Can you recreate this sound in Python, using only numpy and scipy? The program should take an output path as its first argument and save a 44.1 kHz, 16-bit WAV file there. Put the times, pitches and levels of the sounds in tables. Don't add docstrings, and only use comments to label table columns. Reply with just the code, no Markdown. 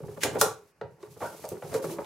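import sys
import numpy as np
from scipy import signal
from scipy.fft import rfft, irfft, next_fast_len
from scipy.io import wavfile
from scipy.ndimage import map_coordinates

SR = 44100
rng = np.random.default_rng(int(sys.argv[2]) if len(sys.argv) > 2 else 0)


def elevation(decibels):
    levels = np.asarray(decibels, float)
    return 10 ** (levels / 20)


def file_out(sig):
    cols = np.atleast_2d(sig).T
    lim = np.clip(cols, -1, 1)
    pcm = np.round(lim * 32767).astype(np.int16)
    wavfile.write(sys.argv[1], SR, pcm)


N = 90404

# pitch in Hz, level in dB, t60 in seconds.
SHELL = [(108, -15, 0.078), (157.9, -6.5, .13), (340, -7, 0.18), (404, -2, 0.18), (433.8, -2.5, 0.065),
         (544.2, 0.5, 0.067), (660, -20.5, 0.066), (775.4, -1.5, 0.086), (850, -13, 0.078),
         (943.5, 0, 0.15), (1150, -14, 0.094), (1492, -9, 0.12), (1833, -18, 0.073), (2500, -12, 0.075)]


def unit(x):
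    return x / np.sqrt(np.mean(x ** 2) + 1e-20)


def along(points, hz):
    f, v = np.transpose(points)
    return np.interp(np.log(hz + 1), np.log(f + 1), v)


def curve(rows):
    s, v = np.transpose(rows)
    return np.interp(np.arange(N) / SR, s, v)


def wobble(rate):
    knots = rng.standard_normal(int(N * rate / SR) + 4)
    return map_coordinates(knots, [np.arange(N) * rate / SR])


def filtered(x, response):
    m = next_fast_len(x.shape[-1] + SR // 2)
    spectrum = rfft(x, m) * response(np.fft.rfftfreq(m, 1 / SR))
    return irfft(spectrum, m)[..., :x.shape[-1]]


def peak(f, hz, width):
    return 1j * f * width / (hz * hz - f * f + 1j * f * width)


def spread(two):
    # frequency in Hz, left-right likeness from 0 to 1.
    likeness = [(100, 0.86), (500, 0.86), (3000, 0.53), (12000, .3)]

    def mid_side(hz):
        turn = np.arccos(np.clip(along(likeness, hz), -1, 1)) / 2
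        return np.array([np.cos(turn), np.sin(turn)])

    mid, side = filtered(two, mid_side)
    return np.array([mid + side, mid - side])


def pair(spectrum):
    noise = rng.standard_normal((2, N))
    return unit(spread(filtered(noise, lambda hz: elevation(along(spectrum, hz)))))


def shell(f, extra_db, cut_hz):
    body = elevation(-7.5) * peak(f, 700, 1500)
    for k, (hz, db, t60) in enumerate(SHELL):
        width = np.log(1000) / np.pi / t60
        body = body + (-1) ** k * elevation(db + extra_db[k]) * peak(f, hz, width)
    return body / (1 + 1j * f / cut_hz) ** 2


def room(x):
    # frequency in Hz, t60 in seconds.
    decay = [(100, 0.36), (500, 0.33), (2000, 0.29), (8000, 0.24), (15000, .15)]
    level_db, gap_s = -5, .004
    hz, t, z = signal.stft(rng.standard_normal((2, SR // 2)), SR, nperseg=256)
    fading = z * elevation(-60 * t / along(decay, hz)[:, None])
    tail = spread(signal.istft(fading, SR, nperseg=256)[1])
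    late = np.pad(x, (round(gap_s * SR), 0))
    wet = signal.fftconvolve(late[None], tail / np.linalg.norm(tail[0]), axes=1)
    return elevation(level_db) * wet[:, :len(x)]


def quiet_room():
    # frequency in Hz, density in dB per Hz.
    air = [(15, -42), (25, 4.5), (471, 2), (1630, -3), (2710, -8.5), (3850, -29.5), (4180, -16.5),
           (4780, -13), (15600, -32)]
    return elevation(-69) * pair(air)


def bench():
    # time in seconds, boom level in dB.
    boom = [(0.0, -46.5), (0.04, -40), (0.2, -53.5), (0.26, -39), (0.39, -46.5), (0.42, -39), (0.75, -80.5),
            (0.85, -44), (0.98, -69), (1.24, -48), (1.27, -48.5), (1.32, -68), (1.54, -47), (1.61, -64),
            (1.65, -43.5), (1.94, -51.5), (1.98, -42.5), (2.05, -50.5)]
    # pitch in Hz, width in Hz, level in dB.
    top_modes = [(74.9, 19, -7), (108, 51, -4), (158.7, 30, -1.5)]
    lumps = rng.standard_normal((2, N)) * elevation(2.6 * wobble(30))

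    def top(f):
        return sum((-1) ** k * elevation(db) * peak(f, hz, w) for k, (hz, w, db) in enumerate(top_modes))

    return unit(spread(filtered(lumps, top))) * elevation(curve(boom))


def hand():
    # time in seconds, level in dB.
    creep = [
        (0.0, -61.5),
        (0.22, -56.5),
        (0.39, -49),
        (0.59, -63.5),
        (0.75, -81.5),
        (1.04, -74.5),
        (1.2, -54.5),
        (1.38, -50.5),
        (1.53, -55.5),
        (2.05, -54),
    ]
    # time in seconds, level in dB.
    weight = [(0.0, -73), (0.26, -39), (0.39, -32), (0.46, -39), (0.6, -77), (0.66, -85.5), (0.87, -67.5),
              (1.0, -56.5), (1.39, -50), (1.53, -52), (1.68, -44.5), (1.9, -44.5), (2.05, -45)]
    # frequency in Hz, density in dB per Hz.
    skin = [(1290, -34), (2200, -6), (3370, -8), (5740, -4.5), (8450, -5), (10200, -4), (11300, -2),
            (15600, -6.5)]
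    # start in seconds, length in seconds, level in dB.
    stroke_rows = [(0.671, 0.054, -71), (0.898, 0.057, -80.5), (0.983, 0.12, -65.5), (1.085, 0.072, -63),
                   (1.188, 0.11, -51.5), (1.287, 0.099, -74), (1.469, .07, -58), (1.664, 0.15, -54.5),
                   (1.739, 0.052, -45.5), (1.815, 0.081, -47.5), (1.872, 0.091, -46)]
    t = np.arange(N) / SR
    strokes = 0
    for s, length, db in stroke_rows:
        strokes = strokes + elevation(db) * np.sin(np.pi * np.clip((t - s) / length, 0, 1)) ** 0.94
    grain = elevation(1.5 * wobble(25) + 1.2 * wobble(150))
    hiss = pair(skin) * (elevation(curve(creep)) + strokes) * grain
    lumps = rng.standard_normal((2, N)) * elevation(4 * wobble(39) + 4.8 * wobble(200))
    stir = unit(spread(filtered(lumps, lambda f: shell(f, np.zeros(len(SHELL)), 800))))
    return hiss + stir * elevation(curve(weight))


def knocks():
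    # start in
    # seconds, level in dB, favoured pitch in Hz, length of the push in seconds, hardness as contact cut-off in
    # Hz.
    knock_rows = [(.003, -37.5, 477, 0.0032, 590), (0.033, -35.5, 383, .012, 650),
                  (0.082, -34.5, 414, .01, 900), (0.233, -13, 1735, 0.0024, 3240),
                  (0.2484, -16.5, 451, .006, 880), (0.353, -30.5, 420, .012, 670),
                  (0.4118, -11, 1355, .004, 2500), (.423, -18.5, 521.4, .009, 1190),
                  (.585, -50, 400, .01, 700), (0.62, -62.5, 404, .01, 697),
                  (0.812, -29.5, 465.5, 0.004, 1880), (0.977, -75.5, 406, .01, 700),
                  (1.029, -38, 394.5, .008, 1800), (1.166, -40.5, 466, .008, 990),
                  (1.205, -34, 850, 0.018, 1430), (1.214, -28, 879, 0.015, 1200),
                  (1.22, -29, 1150, 0.0068, 1200), (1.245, -36.5, 1455, 0.016, 1500),
                  (1.226, -30, 609, 0.016, 900), (1.439, -29.5, 660, 0.0082, 1620),
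                  (1.516, -27, 390, 0.0067, 480), (1.622, -30, 516, 0.0041, 1470),
                  (1.647, -35.5, 417, 0.012, 880), (1.728, -33.5, 648, 0.0037, 2000),
                  (1.741, -20, 510, 0.013, 1670), (1.756, -27, 560, 0.0033, 1040),
                  (1.79, -38.5, 420, 0.0073, 800), (1.858, -31, 383.7, 0.021, 804),
                  (1.906, -34, 340, 0.022, 576), (1.955, -42.5, 389, 0.018, 900),
                  (1.984, -27, 550, 0.0062, 1200), (2.028, -45.5, 408, .008, 700)]
    rise_s, scatter_db = .0008, 2
    favour_db, favour_q = 5.5, 2.65
    flex_db, flex_lasts, flex_drift = -4.5, 2.68, 0.051
    out = np.zeros((2, N + SR))
    t = np.arange(SR // 2) / SR
    for s, db, pitch, length, cut in knock_rows:
        force = rng.standard_normal(len(t)) * (1 - np.exp(-t / rise_s)) * np.exp(-t / length)
        extra = scatter_db * rng.standard_normal(len(SHELL))

        def struck(f):
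            favoured = 1 + elevation(favour_db) * peak(f, pitch, pitch / favour_q)
            return shell(f, extra, cut) * favoured

        ring = filtered(force, struck)
        turns = np.cumsum(pitch * (1 + flex_drift * wobble(250)[:len(t)])) / SR
        bend = np.sin(np.pi * np.clip(t / (flex_lasts * length), 0, 1) ** 0.71)
        flex = np.sin(2 * np.pi * turns) * bend
        knock = elevation(db) * (ring / np.abs(ring).max() + elevation(flex_db) * flex)
        out[:, round(s * SR):][:, :len(t)] += knock + room(knock)
    return out[:, :N]


def cracks():
    # time of release in seconds, level in dB, centre in Hz, t60 in seconds,
    # slip before it in dB.
    crack_rows = [(.2336, -19.5, 7400, 0.091, -13), (0.2347, -12.5, 2444, 0.033, -13.5),
                  (.4127, -8, 8500, 0.043, -19), (.811, -60, 2950, 0.013, -40),
                  (1.027, -48.5, 4500, .03, -10.5), (1.434, -49, 10000, 0.0086, -16.5),
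                  (1.4526, -39.5, 6000, 0.024, -11), (1.4896, -33.5, 11630, .012, -24.5),
                  (1.673, -75.5, 8000, 0.022, -30), (1.74, -35, 7000, 0.1, -12.5),
                  (2.045, -41, 2500, .03, -14)]
    q, q_low = 0.65, .9
    spike_db, spike_t60 = 4.5, 0.0071
    slip_s, rise_s, side_gain = 0.029, 0.00039, .5
    lead = SR // 20
    out = np.zeros((2, N + SR))
    t = (np.arange(SR // 2) - lead) / SR
    for s, db, hz, t60, slip_db in crack_rows:
        slip = elevation(slip_db) * np.clip(1 + t / slip_s, 0, 1) ** 0.74
        rattle = elevation(-60 * np.abs(t) / t60)
        spike = elevation(spike_db - 60 * np.abs(t) / spike_t60)
        snap = (rattle + spike) * np.clip(t / rise_s, .2, 1)
        force = rng.standard_normal((2, len(t))) * np.where(t < 0, slip, snap)
        width = hz / q * (hz / 8000) ** q_low
        mid, side = elevation(db) * filtered(force, lambda f: peak(f, hz, width) * peak(f, hz, 2 * hz))
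        crack = mid + side_gain * side * [[1], [-1]]
        out[:, round(s * SR) - lead:][:, :len(t)] += crack + room(mid)
    return out[:, :N]


def scene():
    left_db = -.7
    mix = quiet_room() + bench() + hand() + knocks() + cracks()
    return mix * elevation([[left_db / 2], [-left_db / 2]])


def top_cut(x):
    return signal.sosfilt(signal.butter(12, 15780, fs=SR, output="sos"), x)


def record(dry):
    low_cut_hz, dull_hz, top_hz, ceiling = 55, 11970, 15800, 0.45

    def microphone(f):
        bass = (1j * f / (low_cut_hz + 1j * f)) ** 2
        treble = (f < top_hz) / (1 + (f / dull_hz) ** 4) ** .5
        return bass * treble

    x = filtered(dry, microphone)
    return top_cut(ceiling * np.tanh(x / ceiling))


dry = scene()
out = record(dry)
file_out(out)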